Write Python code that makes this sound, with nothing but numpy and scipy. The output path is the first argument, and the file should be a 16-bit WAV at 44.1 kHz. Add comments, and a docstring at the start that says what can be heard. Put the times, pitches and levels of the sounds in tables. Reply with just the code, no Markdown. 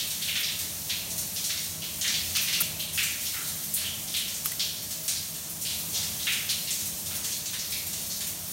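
"""A clogged shower head in a small tiled bathroom, heard by a phone held close.
From the first moment fine drops patter, jets hiss, low room modes rumble and air pockets burst at the holes as pops;
hard walls draw patter and pops out into a hissing tail. The pipe's faint sine whistle first swells after one second.
Stray drops fizz and plop on the phone at about 2.4, 2.6 and 4.5 s; near 3 s the jets sink briefly.
Patter is filtered clicks, hiss and fizz are filtered noise, pops are banded crackle and plops are rising sines."""
import sys
import numpy as np
from scipy import signal
from scipy.fft import rfft, irfft, next_fast_len
from scipy.io import wavfile
from scipy.ndimage import uniform_filter1d

SR = 44100
rng = np.random.default_rng(int(sys.argv[2]) if len(sys.argv) > 2 else 0)


def store_pcm(level_fs):
    """Save levels as 16-bit WAV."""
    pcm = np.round(np.clip(level_fs, -1, 1) * 32767).astype(np.int16)
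    wavfile.write(sys.argv[1], SR, np.atleast_2d(pcm).T)


def amplitude_ratio(level_db):
    """Convert a level in decibels to the matching linear amplitude (field) ratio."""
    exponent = np.asarray(level_db, float) / 20
    return 10 ** exponent


N = 375732  # samples, about 8.5 s


def curve(points, hz):
    """Values of (Hz, value) points on a log-frequency axis."""
    f, v = np.transpose(points)
    return np.interp(np.log(np.maximum(hz, 1)), np.log(f), v)


def shape(x, gain):
    """Filter by a function of frequency."""
    size = next_fast_len(len(x) + 4096)
    hz = np.arange(size // 2 + 1) * SR / size
    return irfft(rfft(x, size) * gain(hz), size)[:len(x)]


def level(x, db):
    """Scale to an rms level."""
    return x * amplitude_ratio(db) / np.sqrt(np.mean(x ** 2))


def walk(rate):
    """Random levels held about 1 / rate s and slewed twice; spread near 1."""
    hold = int(SR / rate)
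    steps = rng.standard_normal(N // 100)[np.arange(N) // max(hold, 101)]
    return 1.3 * uniform_filter1d(uniform_filter1d(steps, hold), hold)


# Low rumble of water in pipes and room. Each row: frequency in Hz, relative density in dB per Hz.
RUMBLE_COLOUR = [(24, -49), (40, -7.5), (81, -2.5), (129, -6), (160, 0), (212, -0.5), (246, -8),
                 (323, -7.5), (355, -14.5), (422, -9), (496, -12.5), (616, -8), (806, -12.5), (1000, -14),
                 (1300, -19), (2200, -120)]
# Room modes that stand out of it. Each row: frequency in Hz, width in Hz, rms level in dB before the swell.
ROOM_MODES = [(86.6, 4.7, -56), (108.5, 28, -57.5), (160.5, 17, -54), (210, 5.7, -60), (319.3, 2.9, -65)]


def rumble(rumble_db=-49, swell_db=1.2, cut_hz=36):
    """Broad low noise and narrow room modes fed by noise, swelling together."""
    def colour(hz):
        return amplitude_ratio(curve(RUMBLE_COLOUR, hz)) * hz ** 8 / (hz ** 8 + cut_hz ** 8)

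    out = level(shape(rng.standard_normal(N), colour), rumble_db)
    for mode_hz, width_hz, db in ROOM_MODES:
        ring = shape(rng.standard_normal(N), lambda hz: 1 / (1 + (2 * (hz - mode_hz) / width_hz) ** 2))
        out = out + level(ring, db)
    return out * amplitude_ratio(swell_db * walk(4.7))


# The pipe's whistle at the phone. Each row: time in seconds, rms level in dB before the waver.
WHISTLE_LEVEL = [(0, -70), (1.05, -70), (1.12, -58), (1.35, -61), (1.5, -67), (2.3, -62), (2.6, -68),
                 (2.83, -59), (3, -69), (4.6, -67), (4.85, -59), (5.2, -62), (5.6, -64), (5.8, -70),
                 (8.52, -70)]


def whistle(whistle_hz=624, waver_db=3):
    """The pipe sings one sine whose pitch and level waver."""
    s, db = np.transpose(WHISTLE_LEVEL)
    pitch_hz = whistle_hz + 6 * walk(6) + 9 * walk(40)
    tone = np.sqrt(2) * np.sin(2 * np.pi * np.cumsum(pitch_hz) / SR)
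    return tone * amplitude_ratio(np.interp(np.arange(N) / SR, s, db) + waver_db * walk(14))


# Colour shared by jets, patter and pops. Each row: frequency in Hz, relative level in dB.
SPRAY_COLOUR = [(700, -15.5), (1200, -5), (1700, -3.5), (2500, -3), (3800, -0.5), (6400, 3.5), (9000, 3.5),
                (12000, 1.5), (15500, 0.5)]
# Hiss of the jets as the flow wavers. Each row: time in seconds, rms level in dB before the flicker.
JET_LEVEL = [(0.0, -33), (0.92, -36), (1.49, -32.5), (1.8, -35), (2.49, -31.5), (2.75, -36), (2.96, -43),
             (3.11, -33), (5.5, -36.5), (5.81, -34), (6.43, -33.5), (6.55, -34.5), (6.93, -34),
             (8.52, -34.5)]


def hiss(flicker_db=1.03, low_hz=3760):
    """The jets tear out of the holes as coloured noise that fades below low_hz and follows the flow."""
    jets = shape(rng.standard_normal(N), lambda hz: amplitude_ratio(curve(SPRAY_COLOUR, hz)) * hz / np.hypot(hz, low_hz))
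    s, db = np.transpose(JET_LEVEL)
    return level(jets, 0) * amplitude_ratio(np.interp(np.arange(N) / SR, s, db) + flicker_db * walk(6.5))


def patter(count=25000, scatter_db=4, patter_db=-60, rarest_drop=.002):
    """Fine drops strike tile and water film: dense clicks of uneven size, levelled ahead of the room."""
    moment, size, side = rng.random((count, 3)).T
    # the chance of the largest drop caps the sizes
    strength = amplitude_ratio(-scatter_db * np.log(np.maximum(size, rarest_drop)))
    drops = np.zeros(N)
    np.add.at(drops, (moment * N).astype(int), np.sign(side - .5) * strength)
    return level(shape(drops, lambda hz: amplitude_ratio(curve(SPRAY_COLOUR, hz))), patter_db)


# Bubbles left by drops on the phone.
# Each row: start in seconds, starting pitch in Hz, level in dB of half the peak before attack and decay.
PLOP_BUBBLES = [(2.368, 1234, -35.5), (2.605, 1360, -35), (4.456, 1210, -39), (4.518, 1930, -35)]


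def plops(t60_s=.035, rise_per_s=5, attack_ms=2):
    """Each bubble rings briefly and rises as it nears the surface."""
    out = np.zeros(N)
    t = np.arange(SR // 10) / SR
    for s, hz, db in PLOP_BUBBLES:
        fade = (1 - np.exp(-1000 * t / attack_ms)) * amplitude_ratio(db - 60 * t / t60_s)
        ring = np.sin(2 * np.pi * hz * t * (1 + rise_per_s * t / 2))
        start = int(s * SR)
        out[start:start + len(t)] += 2 * fade * ring
    return out


# Drops hitting the phone. Each row: start in seconds, length in ms, rms level in dB before the roughness.
PHONE_HITS = [(2.3687, 5.1, -24), (2.414, 5.3, -30), (2.6038, 20.6, -21), (2.6225, 3.6, -36),
              (4.458, 2.4, -15.5), (4.462, 6.9, -24), (4.517, 7.3, -29)]
# Colour of their fizz at the phone. Each row: frequency in Hz, relative level in dB.
FIZZ_COLOUR = [(800, -28), (1350, -10), (1600, -14), (7000, -12), (10000, -2), (12500, 0), (15500, -7)]


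def splats(edge_ms=.7, rough_db=1.5):
    """Stray drops break up on the phone itself: short gated noise, dry and fizzy."""
    t_ms = np.arange(N) / SR * 1000
    fizz = level(shape(rng.standard_normal(N), lambda hz: amplitude_ratio(curve(FIZZ_COLOUR, hz))), 0)
    gate = np.zeros(N)
    for s, length_ms, db in PHONE_HITS:
        to_edge_ms = np.minimum(t_ms - 1000 * s, 1000 * s + length_ms - t_ms)
        gate += amplitude_ratio(db) * np.clip(to_edge_ms / edge_ms, 0, 1)
    return fizz * gate * amplitude_ratio(rough_db * walk(440))


def bursts(table, size=4096, ripple_db=1.5, ripple_hz=500, band_reach=1.636):
    """Each pocket bursts with a click or sputters out over some ms; its size sets the band it sounds in."""
    s, db, pitch_hz, half_width_oct, sputter_ms = np.transpose(table)[:, :, None]
    hz = np.maximum(np.arange(size // 2 + 1), 1) * SR / size
    lead = size // 8
    t = (np.arange(size) - lead) / SR
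    chance = rng.standard_normal((len(table), size))
    decay = np.exp(-1000 * np.abs(t) / np.maximum(sputter_ms, .1)) * (t > 0)
    push = chance ** 3 / 10 * decay  # sparse crackle
    push[:, lead] = 2 * np.sign(chance[:, 0])  # the opening click
    timing = rfft(push)
    timing /= np.abs(timing)  # the crackle sets when the energy comes, the pocket sets its colour
    # band_reach: half widths out to where the flat band falls away
    off = np.log2(hz / pitch_hz) / (band_reach * half_width_oct)
    bell = 1 / (1 - off ** 2 + 1j * np.sqrt(2) * off)  # a pair of close resonances: flat top, steep edges
    tint = amplitude_ratio(db + curve(SPRAY_COLOUR, hz) - curve(SPRAY_COLOUR, pitch_hz))
    # several bubbles share a pocket, so its band is uneven
    bins = max(int(ripple_hz * size / SR), 2)
    ripple = uniform_filter1d(rng.standard_normal(timing.shape), bins)
    ripple = uniform_filter1d(ripple, bins) * np.sqrt(bins)
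    sounds = irfft(timing * bell * tint * amplitude_ratio(ripple_db * ripple), size)
    out = np.zeros(N + 2 * size)
    starts = (s[:, 0] * SR).astype(int) + size - lead
    for start, sound in zip(starts, sounds):
        out[start:start + size] += sound
    return out[size:size + N]


def small_pops(count=300, loudest_db=-16.5, scatter_db=10):
    """Many lesser pockets of any size burst at chance moments."""
    moment, quiet, high, wide, slow = rng.random((count, 5)).T
    db = loudest_db - scatter_db * quiet
    pitch_hz = 3500 * 2 ** (2.2 * np.sqrt(high))  # the tiniest, highest ones are the most common
    half_width_oct = .15 + .17 * wide
    sputter_ms = 6 * slow
    return bursts(np.c_[moment * N / SR, db, pitch_hz, half_width_oct, sputter_ms])


# Air pockets bursting at the holes, close to the phone.
# Each row: start in seconds, spectral peak in dB before ripple and room, pitch in Hz,
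# half width in octaves, sputter decay in ms.
POCKETS = [(0.0, -6.5, 3500, 0.31, 3.8), (0.0704, -18, 13900, .6, 8), (0.106, -13, 4900, 0.73, 0.81),
           (0.2166, -9, 3630, 0.34, 5), (0.2775, -5, 2800, 0.28, 4.6), (0.3555, -2, 2880, 0.27, .6),
           (0.4317, -7.5, 3900, 0.33, 1.3), (0.483, -9, 3360, 0.27, 0.71), (0.5906, -10, 6800, 0.91, 1.6),
           (0.88, -17, 6400, 0.55, 16), (0.8969, -5, 3200, 0.35, 4.6), (1.1008, -10, 6470, 0.38, 9),
           (1.1804, -8.5, 9190, 0.65, 1.2), (1.3624, -9, 4520, 0.35, 1.6), (1.4418, -6, 5700, 0.42, .5),
           (1.4962, -7.5, 2980, 0.4, 1.2), (1.574, -9.5, 4360, 0.34, 1.1), (1.6324, -14, 11310, 0.8, 5),
           (1.7029, -17, 7210, 0.38, 1), (1.8209, -8, 3460, .25, 1.9), (2.0127, -6, 4760, 0.48, 0.81),
           (2.0424, -4.5, 2520, 0.29, 1.2), (2.075, -3, 4400, 0.39, 6.8), (2.1413, -5, 3840, 0.31, 0.9),
           (2.2341, -19, 9190, 0.64, 1), (2.295, -16, 4590, 0.47, 6), (2.3525, -3, 3550, 0.49, 2.3),
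           (2.3679, -2.5, 2510, 0.052, 0.87), (2.418, -9.5, 13450, 0.33, 5.5),
           (2.4768, -4.5, 2960, 0.34, 3.5), (2.5285, -2.5, 3450, 0.36, 5.1), (2.626, -14, 10560, .93, 7.4),
           (2.7959, -8, 3400, 0.24, 3.7), (2.7979, -15, 13450, .2, 1), (2.9284, -6.5, 10200, 0.82, 100),
           (2.9771, 0.5, 2600, 0.27, .3), (3.0304, -7, 8800, 0.59, 0.85), (3.2034, -14.5, 5500, 0.79, 13),
           (3.256, -11.5, 4300, 0.39, 1.4), (3.3359, -13.5, 1610, 0.5, 16), (3.3643, -13, 1350, 0.081, 1.2),
           (3.442, -14, 4270, 0.13, 2.3), (3.4748, -12, 11310, 1, 1.2), (3.628, -17, 9510, 1, 1),
           (3.7393, -3, 11700, 0.26, .45), (3.7665, -11, 3350, 0.38, 0.46),
           (3.8098, -16.5, 2530, 0.79, 1.1), (3.8447, -3, 3130, 0.093, 4), (3.9879, -22, 11310, 0.46, 1.2),
           (4.077, -12.5, 4300, 0.35, 1), (4.1414, -2.8, 3200, 0.23, .6), (4.1647, -10.5, 7800, 0.72, .9),
           (4.2818, -14, 4590, 0.67, .8), (4.3439, -9.5, 6730, 0.23, 1.1), (4.446, -10.5, 10600, 1, 5.9),
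           (4.5961, -1.5, 3980, 0.3, .4), (4.9088, -11.5, 7210, 0.8, 0.54), (5.0806, -4.5, 5500, 0.6, .43),
           (5.161, -8, 4640, 0.18, .5), (5.3433, -15.5, 5470, 0.65, 6.3), (5.4964, -17, 12500, 0.49, 2.7),
           (5.6125, -11, 11310, .67, 11), (5.6511, -8.5, 3420, 0.29, 5.8), (5.7, -12.5, 3970, 0.38, 8),
           (5.7846, -14, 12130, 0.38, 1), (5.93, -11, 6500, 0.57, 8), (5.9426, -4.5, 4300, 0.36, 31),
           (6.0297, -12, 4220, 0.53, 1.2), (6.196, -11, 3650, 0.19, 2), (6.225, -12, 4140, .38, 2.5),
           (6.2697, 0.5, 2520, 0.24, 0.34), (6.3213, -17.5, 2430, 0.94, 6.1), (6.322, -8.5, 6500, 0.37, 1),
           (6.4923, -4.5, 3570, 0.35, 0.45), (6.4982, -9, 10560, 0.28, 0.87),
           (6.6736, -8.5, 3500, 0.3, 2.5), (6.707, -5, 6700, .3, 2.2), (6.7879, -10.5, 6900, 0.61, 16),
           (6.8582, -13, 11900, .72, 1), (7.0602, -12.5, 6730, 0.64, 1.2), (7.1078, -17, 2260, 0.53, 4.4),
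           (7.1529, -13.5, 13450, .95, .75), (7.2378, -8, 5280, 0.64, 15), (7.3171, -9.5, 5280, 0.42, 1.1),
           (7.4581, -10, 4800, 0.45, 1.1), (7.532, -13.5, 2750, 0.53, 4.1), (7.5896, -9, 5150, 0.25, 2),
           (7.708, -14.5, 13450, 0.55, 2), (7.7199, -12, 2480, 0.14, 1.6), (7.7215, -8, 4360, .19, 0.85),
           (7.8651, -12.5, 8500, .72, 9.4), (7.9327, -13, 4800, 0.59, 0.89), (8.101, -8.5, 4950, 0.28, 13),
           (8.2074, -13, 4470, 0.69, 0.92), (8.2693, -13, 10930, 0.96, 4.2),
           (8.4792, -16.5, 13000, 0.27, 1)]


def pops():
    """The larger air pockets burst at the nozzle holes, each at its own moment and pitch."""
    return bursts(POCKETS)


# First clear paths from the shower head to the phone.
# Each row: delay in ms before the hand's drift, level in dB.
FIRST_PATHS = [(0, 2), (.65, 3), (3.4, 0), (7.4, -5), (13.3, -1), (19, -5)]
# Reverberation of the tiled room. 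Each row: frequency in Hz, time to fall by 60 dB in seconds.
ROOM_DECAY = [(1200, 0.77), (2400, 0.8), (4800, 0.6), (9600, 0.44), (15000, 0.2)]


def bathroom(x, tail_db=-14.5, rise_ms=3, grain_ms=40, drift=0.049, size=4096):
    """A few clear paths, then echoes that thicken and fade, treble first; the hand drifts, so they change."""
    t = np.arange(SR * 4 // 5) / SR
    noise, gate = rng.standard_normal((2, len(x) + len(t)))
    bands = []
    for k in range(len(ROOM_DECAY)):
        share = [(f, float(j == k)) for j, (f, _) in enumerate(ROOM_DECAY)]  # one band, crossfaded
        bands.append(shape(noise, lambda hz: curve(share, hz)))
    bands = np.array(bands)
    rise = 1 - np.exp(-(1000 * t / rise_ms) ** 2)
    fades = amplitude_ratio(tail_db - 60 * t / np.array(ROOM_DECAY)[:, 1:]) * rise
    out = np.zeros(len(x) + len(t) + size)
    for i in range(0, len(x), size):
        lumpy = amplitude_ratio(4 * gate[i:i + len(t)] * np.exp(-1000 * t / grain_ms))  # early echoes are uneven
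        lumpy /= np.sqrt(uniform_filter1d(lumpy ** 2, 400))
        tail = lumpy * np.sum(bands[:, i:i + len(t)] * fades, axis=0)
        for ms, db in FIRST_PATHS:
            delay_ms = abs(ms * (1 + drift * gate[i]))
            tail[int(delay_ms * SR / 1000)] += amplitude_ratio(db)
        heard = signal.fftconvolve(x[i:i + size], tail)
        out[i:i + len(heard)] += heard
    return out[:len(x)]


def scene():
    """Pops and patter ring through the room; the other sounds join dry, alike in both channels."""
    drops, lead = patter(), SR // 2
    # the patter has been running, so the room is already full of it
    sources = np.r_[drops[-lead:], drops + pops() + small_pops()]
    room = bathroom(sources)[lead:]
    return np.tile(room + splats() + plops() + hiss() + rumble() + whistle(), (2, 1))


# Dips of the phone's microphone in its housing.
# Each row: frequency in Hz, width in Hz, depth in dB (negative is a cut).
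HOUSING_DIPS = [(4910, 370, -4), (7670, 1700, -3.5), (10440, 1200, -5)]


def microphone(x, top_hz=15830):
    """The housing dips colour the treble and everything from top_hz up is cut."""
    def response(hz):
        dips_db = sum(db / (1 + (2 * (hz - f) / width) ** 2) for f, width, db in HOUSING_DIPS)
        return amplitude_ratio(dips_db) * (hz < top_hz)

    return shape(x, response)


def top_cut(x):
    """Nothing passes above the cut-off."""
    return signal.sosfilt(signal.butter(12, 17000, fs=SR, output="sos"), x)


def record(dry):
    """One microphone feeds both channels."""
    mix = np.tile(microphone(dry[0]), (2, 1))
    return top_cut(mix)


dry = scene()
out = record(dry)
store_pcm(out)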